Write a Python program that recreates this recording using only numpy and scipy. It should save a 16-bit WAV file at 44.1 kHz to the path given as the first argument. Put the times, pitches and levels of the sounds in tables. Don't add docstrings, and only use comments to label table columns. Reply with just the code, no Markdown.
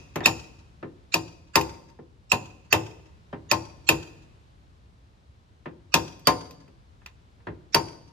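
import sys
import numpy as np
from scipy import signal
from scipy.fft import rfft, irfft
from scipy.io import wavfile

SR = 44100
rng = np.random.default_rng(int(sys.argv[2]) if len(sys.argv) > 2 else 0)


def voltage_ratio(decibels):
    exponent = np.asarray(decibels, float) / 20
    return 10 ** exponent


def materialize(psi):
    bounded = np.clip(np.atleast_2d(psi).T, -1, 1)
    quanta = np.round(bounded * 32767).astype(np.int16)
    wavfile.write(sys.argv[1], SR, quanta)


N = 358091
LEAD = 13230
RING, SNAP = 11000, 2048


def at_hz(points, hz, column=1):
    points = np.array(points)
    return np.interp(np.log(hz), np.log(points[:, 0]), points[:, column])


def dying(t, t60):
    return np.exp(-np.log(1000) * t / t60)


def coloured(x, spectrum):
    hz = np.maximum(np.fft.rfftfreq(x.shape[-1], 1 / SR), 1)
    x = irfft(rfft(x) * voltage_ratio(at_hz(spectrum, hz)), x.shape[-1])
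    return x / np.sqrt(np.mean(x ** 2))


def stereo(mid, side, alike):
    alike = np.clip(alike, -1, 1)
    shared, opposed = np.sqrt(1 + alike) * mid, np.sqrt(1 - alike) * side
    return np.array([shared + opposed, shared - opposed]) / np.sqrt(2)


def add(track, s, sound):
    at = round(s * SR) + LEAD
    room = min(sound.shape[-1], track.shape[-1] - at)
    track[:, at:at + room] += sound[:, :room]


# frequency in Hz, level in dB.
CRACK_COLOUR = [(300, -25.5), (700, 0), (1200, 3.5), (1900, -1.5), (3500, 0.5), (6000, 1.5), (8500, -10),
                (11000, -11.5), (13500, -2.5), (15500, -15), (17000, -43.5)]
CRACK_T60_S, PORT_LAG_S = 0.034, .00007


def crack(crack_db, rise):
    burst = coloured(stereo(*rng.standard_normal((2, SNAP)), alike=0.82), CRACK_COLOUR)
    burst[1] = np.roll(burst[1], round(PORT_LAG_S * SR))
    fade = dying(np.arange(SNAP) / SR, CRACK_T60_S)
    return voltage_ratio(crack_db + 8.5) * burst * rise[:SNAP] * fade


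# start in seconds, crack level in dB, ping level in dB,
# spot along the bar from 0 to 1, push on the panel in dB.
BLOWS = [(-0.19, -19, -10, .165, -22.5), (0.2578, -17, -7.5, .14, -19), (1.1405, -23, -13, .255, -21),
         (1.5554, -16, -13.5, 0.5, -10.5), (2.3172, -21.5, -12.5, .07, -16.5),
         (2.7261, -18.5, -13, .048, -12.5), (3.513, -21.5, -13, .445, -14.5),
         (3.8890, -16.5, -9.5, 0.11, -14.5), (5.94, -17, -11.5, .33, -13.5), (6.2708, -18, -10.5, 1, -7.5),
         (7.7449, -20, -8.5, 1, -11.5)]
# start in seconds, crack level in dB, ping level in dB,
# spot along the bar from 0 to 1.
TICKS = [
    (0.157, -38, -38, 0.1),
    (0.2048, -65, -49, 0.37),
    (1.6106, -35.5, -30, .12),
    (1.8997, -76, -61, 0.77),
    (6.1934, -57.5, -67, 0.79),
    (6.5082, -52, -52, 0.6),
    (6.6794, -75.5, -65, 0.54),
    (7.0607, -52.5, -41, .23),
]
BAR_HZ = [2545, 4670, 5750, 6995, 8210, 9195, 9815, 4860, 2720]
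# ping level in dB, after-ring level in dB, after-ring t60 in seconds.
BAR_MODES = [(4, -40, 0.18), (3.5, -38, .2), (9.5, -20.5, .3), (8, -11, .3), (-10.5, -31, .2),
             (-5.5, -37, 0.18), (-11, -29.5, .15), (0.5, -39, .15), (-2.5, -35, .25)]
FOLLOWS = [0, 1, 2, 3, 3, 1, 3, 1, 0]
PORT_TURN = [1.3, 1.3, 2.2, 1.2, 2.5, 2.8, 2.8, 1.5, 1.5]
# level at the belly in dB,
# half waves along the bar, start in half waves.
MODE_SHAPES = [(2.5, 0.38, 0.59), (-0.5, 0.56, 0.0045), (-13, 1.125, .03), (-16.5, .425, .5)]
USUAL_DB = [-10.5, -18.5, -31.5, -30]
PING_HOLD_S, PING_EDGE = .0048, 6
LINGER_DB, LINGER_T60_S = -20, .07
WAVER_HZ = 35


def bar():
    cracks, tones = np.zeros((2, 2, N + LEAD))
    t = np.arange(RING) / SR
    rise = 1 - np.exp(-t / .0008)
    ping = (1 - np.exp(-t / 0.001)) * np.exp(-(t / PING_HOLD_S) ** PING_EDGE)

    hz = np.array(BAR_HZ)[:, None]
    ping_db, after_db, t60 = np.transpose(BAR_MODES)[:, :, None]
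    behind = np.outer([0, 1], PORT_TURN)[:, :, None]
    spin = np.exp(2j * np.pi * hz * t - 1j * behind)
    drift = np.cumsum(rng.standard_normal((len(BAR_MODES), RING)), axis=1)
    wavering = spin * np.exp(1j * np.sqrt(2 * np.pi * WAVER_HZ / SR) * drift)
    pings = voltage_ratio(ping_db) * ping * spin
    pings += voltage_ratio(ping_db + LINGER_DB) * rise * dying(t, LINGER_T60_S) * wavering
    rings = voltage_ratio(after_db) * rise * dying(t, t60) * wavering

    belly_db, waves, start = np.transpose(MODE_SHAPES)
    for s, crack_db, force_db, spot, *_ in BLOWS + TICKS:
        add(cracks, s, crack(crack_db, rise))
        bend = abs(np.sin(np.pi * (waves * spot + start)))
        mode_db = force_db + belly_db + 20 * np.log10(bend + 1e-3)
        turn, pan, loose = rng.standard_normal((3, len(BAR_MODES)))
        sides = np.where(hz[:, 0] < 3000, 2.0, -.5) + 1.5 * pan
        struck = voltage_ratio(mode_db[FOLLOWS] + sides * np.array([[-1], [1]])) * np.exp(3j * turn)
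        spot_db = mode_db - USUAL_DB - (crack_db + 21)
        evened = voltage_ratio(1.5 * loose - 0.56 * spot_db[FOLLOWS])
        add(tones, s, np.einsum("cm,cmt->ct", struck, pings + evened[:, None] * rings).imag)
    return cracks, tones


# start in seconds, peak level in dB, bass share in dB,
# hardness in Hz.
KNOCKS = [(0.1571, -25, 7, 2300), (.205, -30, 2.5, 2160), (0.8275, -33.5, 8, 1618),
          (1.988, -47.5, 16.5, 1200), (3.3281, -31.5, 6.5, 1711), (5.6575, -32.5, 7, 1914),
          (6.677, -55.5, 9, 1876), (7.017, -56, -23, 2495), (7.0605, -43, -37, 3210),
          (7.402, -59, -5.5, 2490), (7.4694, -29.5, 6.5, 1956), (.229, -36, -6, 2000)]
PUSH_LAG_S, PUSH_HARD_HZ, PUSH_BUILD_S, PUSH_PAN_DB = .0006, 2300, .009, 1.5
PUSH_BASS_DB, BASS_LOSS_PER_DB, BASS_LOSS_ALONG_DB, USUAL_PUSH_DB = 2.5, 0.5, 5.5, -15.5
KNOCK_BUILD_S, KNOCK_PAN_DB, KNOCK_LIFT_DB = 0.0013, 0.94, 5.0
BOOT_DB, KNOCK_BOOT_DB = 9, -17


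def pushes():
    felt = []
    for s, *_, spot, push_db in BLOWS:
        bass_db = PUSH_BASS_DB - BASS_LOSS_PER_DB * (push_db - USUAL_PUSH_DB) - BASS_LOSS_ALONG_DB * spot
        felt.append((s + PUSH_LAG_S, push_db, bass_db, PUSH_HARD_HZ, PUSH_BUILD_S, PUSH_PAN_DB, 0, BOOT_DB))
    for knock in KNOCKS:
        felt.append((*knock, KNOCK_BUILD_S, KNOCK_PAN_DB, KNOCK_LIFT_DB, KNOCK_BOOT_DB))
    return felt


BOOT_BAND_HZ = [720, 1150]
BOOT_LAG_S, BOOT_RIGHT_DB, BOOT_T60_S = .0152, -8.5, 0.059


def boot(boom, boot_db):
    t, lag = np.arange(RING) / SR, round(BOOT_LAG_S * SR)
    band = signal.butter(2, BOOT_BAND_HZ, "band", fs=SR, output="sos")
    middle = signal.sosfilt(band, boom.mean(axis=0))
    once = np.r_[np.zeros(lag), middle * dying(t, BOOT_T60_S)][:RING]
    twice = np.r_[np.zeros(lag), once][:RING]
    return voltage_ratio(boot_db + np.array([[0], [BOOT_RIGHT_DB]])) * (once + voltage_ratio(-11) * twice)


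# frequency in Hz, level above their neighbours in dB, t60 in seconds.
STRONG_MODES = [(109.67, -1.5, 0.6), (141.2, 4.5, 0.34), (193, -1.5, 0.23), (328.4, 5, 0.13),
                (352.5, -0.5, 0.088), (469.3, 1, 0.13), (596, -0.5, 0.17), (738, 0.5, 0.13), (919, 7, 0.24),
                (1043, 7, 0.16), (1209, 3, 0.093)]
# frequency in Hz, level of a mode in dB.
PANEL_LEVEL = [(70, -16.5), (110, -13), (160, -4.5), (230, -8), (320, -1), (600, -2.5), (1000, -2.5),
               (1400, -6), (2500, -11), (6000, -17)]
# frequency in Hz, t60 in seconds.
PANEL_T60 = [(70, 0.39), (200, 0.15), (500, 0.11), (1100, 0.084), (2500, 0.096), (6000, 0.069)]
# frequency in Hz, likeness from -1 to 1.
PANEL_LIKENESS = [(70, .97), (200, .95), (400, .55), (800, .4), (1500, .45), (6000, .3)]
KNOCK_LIFT_HZ = 2000
DETUNE = .05


def panel(count=240):
    out = np.zeros((2, N + LEAD))
    t = np.arange(RING, dtype=np.float32) / SR
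    strong = np.array(STRONG_MODES)
    dense = 70 + 6900 * ((np.arange(count) + rng.random(count)) / count) ** 2.2
    hz = np.r_[dense, strong[:, 0]]
    dense_t60 = at_hz(PANEL_T60, dense) * np.exp(.15 * rng.standard_normal(count))
    t60 = np.r_[dense_t60, strong[:, 2]]
    level = voltage_ratio(at_hz(PANEL_LEVEL, hz) + np.r_[np.zeros(count), strong[:, 1]])
    modes = np.exp(np.outer(2j * np.pi * hz - np.log(1000) / t60, t).astype(np.complex64))
    modes *= 1 - np.exp(-np.outer(hz / 1.7, t) ** 2).astype(np.float32)

    for s, peak_db, bass_db, hard_hz, build_s, pan_db, lift_db, boot_db in pushes():
        loudness = voltage_ratio(2.7 * rng.standard_normal((2, len(hz))))
        draw = loudness * np.exp(2j * np.pi * rng.random((2, len(hz))))
        bass = bass_db / (1 + (hz / 520) ** 4)
        lift = lift_db * np.exp(-(np.log(hz / KNOCK_LIFT_HZ) / 0.55) ** 2)
        contact = voltage_ratio(bass + lift) / np.sqrt(1 + (hz / hard_hz) ** 4)
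        weights = stereo(*draw, at_hz(PANEL_LIKENESS, hz)) * level * contact
        weights = weights.astype(np.complex64)

        bent = t * np.exp(DETUNE * rng.standard_normal())
        dense_sound = (weights[:, :count] @ modes[:count]).real
        sheet = np.array([np.interp(bent, t, side) for side in dense_sound])
        boom = sheet + voltage_ratio(-lift_db) * (weights[:, count:] @ modes[count:]).real
        boom = boom * np.minimum((t[-1] - t) / .05, 1)
        swell = 1 - 0.52 * np.exp(-(t / max(build_s, .001)) ** 2)
        boom = boom * swell + boot(boom, boot_db)

        tap_colour = [(200, -20), (500, 0), (hard_hz, -3), (3.0 * hard_hz, -32), (20000, -70)]
        tap = coloured(stereo(*rng.standard_normal((2, SNAP)), alike=0.6), tap_colour)
        boom[:, :SNAP] += voltage_ratio(10.5) * tap * (dying(t, 0.027) * np.minimum(t / 0.00033, 1))[:SNAP]
        add(out, s, voltage_ratio(peak_db - 14.5 + pan_db * np.array([[.5], [-.5]])) * boom)
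    return out


# frequency in Hz, near level in dB, near t60 in seconds,
# far level in dB, far t60 in seconds.
SCATTER = [(98.12, -38, .15, -43, 1), (194, -34.5, 0.05, -43.5, 1), (345, -31.5, 0.18, -40.5, .8),
           (1200, -39, 0.17, -53, .7), (2970, -26.5, 0.11, -54, 0.77), (7004, -28.5, 0.073, -47, 0.63),
           (13000, -31.5, .13, -61.5, 0.61), (16000, -48, .1, -72.5, .3)]
# delay in seconds, level in dB, smear in seconds.
ECHOES = [
    (0.019, -30.5, 0.0039),
    (0.032, -31, 0.0028),
    (.137, -40, .005),
    (0.181, -49, 0.0084),
    (0.329, -58, 0.019),
]
PING_SCATTER_DB = -9.5
PING_FAR_DB = -3


def yard(body, tones):
    t = np.arange(SR) / SR
    near, far = np.zeros((2, 2, SR))
    mid, side = rng.standard_normal((2, 2, SR))
    edges = 70 * 2 ** np.arange(0, 8.1, .5)
    for k, (low, high) in enumerate(zip(edges, edges[1:])):
        white = stereo(mid[k % 2], side[k % 2], at_hz(PANEL_LIKENESS, low))
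        band = signal.sosfilt(signal.butter(2, [low, high], "band", fs=SR, output="sos"), white)
        centre = np.sqrt(low * high)
        near_db, near_t60, far_db, far_t60 = [at_hz(SCATTER, centre, column=c) for c in range(1, 5)]
        near += band * voltage_ratio(near_db) * dying(t, near_t60)
        far += band * voltage_ratio(far_db) * dying(t, far_t60)
    near *= 1 - np.exp(-t / 0.00033)

    dull = signal.sosfilt(signal.butter(4, 8500, fs=SR, output="sos"), mid[:, ::-1])
    for delay, echo_db, spread_s in ECHOES:
        fade = (t >= delay) * np.exp(-np.maximum(t - delay, 0) / spread_s)
        near += voltage_ratio(echo_db - 10.5) * dull * fade
    nearby = signal.fftconvolve(body + voltage_ratio(PING_SCATTER_DB) * tones, near, axes=1)
    houses = signal.fftconvolve(body + voltage_ratio(PING_FAR_DB) * tones, far, axes=1)
    return (nearby + houses)[:, :N + LEAD]


# frequency in Hz, level in dB per Hz.
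TRAFFIC_COLOUR = [(20, -27.5), (35, -11), (65, 3.5), (120, -4), (250, -16), (500, -20.5), (1000, -22.5),
                  (2000, -30), (4000, -32.5), (8000, -43), (14000, -54.5), (16500, -73)]
# frequency in Hz, likeness from -1 to 1.
TRAFFIC_LIKENESS = [(60, 0.65), (130, 0.9), (290, 1), (640, -0.4), (1410, -0.5), (3100, 0.3), (6820, 0.19),
                    (15000, -0.48)]
# time in seconds, level in dB.
TRAFFIC_LEVEL = [(0, -51.5), (2.0, -57.5), (4.002, -51.5), (4.7, -55.5), (5.5, -56.5), (6.999, -55),
                 (8.12, -55.5)]


def traffic():
    mid, side = rfft(rng.standard_normal((2, N)))
    hz = np.maximum(np.fft.rfftfreq(N, 1 / SR), 1)
    noise = coloured(irfft(stereo(mid, side, at_hz(TRAFFIC_LIKENESS, hz)), N), TRAFFIC_COLOUR)
    s, level_db = np.transpose(TRAFFIC_LEVEL)
    return noise * voltage_ratio(np.interp(np.arange(N) / SR, s, level_db) + np.array([[1.5], [0.3]]))


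def scene():
    cracks, tones = bar()
    body = cracks + panel()
    return (body + tones + yard(body, tones))[:, LEAD:] + traffic()


BLOCK, BLOCK_START = 1024, 65
SMEAR_DB, SMEAR_LATE_LOSS_DB = -17.5, 11
SMEAR_RIGHT_DB = 7.5
SMEAR_TONE, ATTACK_S = .7, .008


def smear(x):
    out = x.copy()
    before = np.arange(-SNAP, 0) / SR
    hz = np.fft.rfftfreq(SNAP, 1 / SR)
    swell = voltage_ratio(750 * (before + .006)) * np.clip((before + .024) / .008, 0, 1)
    for s, *_ in BLOWS[1:]:
        at = round(s * SR)
        late = (at - BLOCK_START) % BLOCK / BLOCK
        attack = rfft(x[:, at:at + round(ATTACK_S * SR)], SNAP) * (hz > 1000) * (hz < 8000)
        size = np.sqrt(np.mean(abs(attack) ** 2, axis=1, keepdims=True) / (ATTACK_S * SR))
        patchy = np.repeat(voltage_ratio(9.0 * rng.standard_normal((2, 65))), 16, axis=1)[:, :len(hz)]
        scrambled = np.exp(2j * np.pi * rng.random(attack.shape))
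        blur = irfft(abs(attack) ** SMEAR_TONE * patchy * scrambled, SNAP)
        blur /= blur[:, -SNAP // 4:].std(axis=1, keepdims=True)
        blur_db = SMEAR_DB - SMEAR_LATE_LOSS_DB * late + SMEAR_RIGHT_DB * np.array([[-1], [0]])
        out[:, at - SNAP:at] += voltage_ratio(blur_db) * size * swell * blur
    return out


def band_limit(x):
    return signal.sosfilt(signal.butter(12, 16840, fs=SR, output="sos"), x)


def record(dry):
    rounded = 0.79 * np.tanh(dry / 0.84)
    top_cut = signal.butter(8, 15800, fs=SR, output="sos")
    mix = signal.sosfilt(top_cut, smear(rounded))
    return band_limit(mix)


dry = scene()
out = record(dry)
materialize(out)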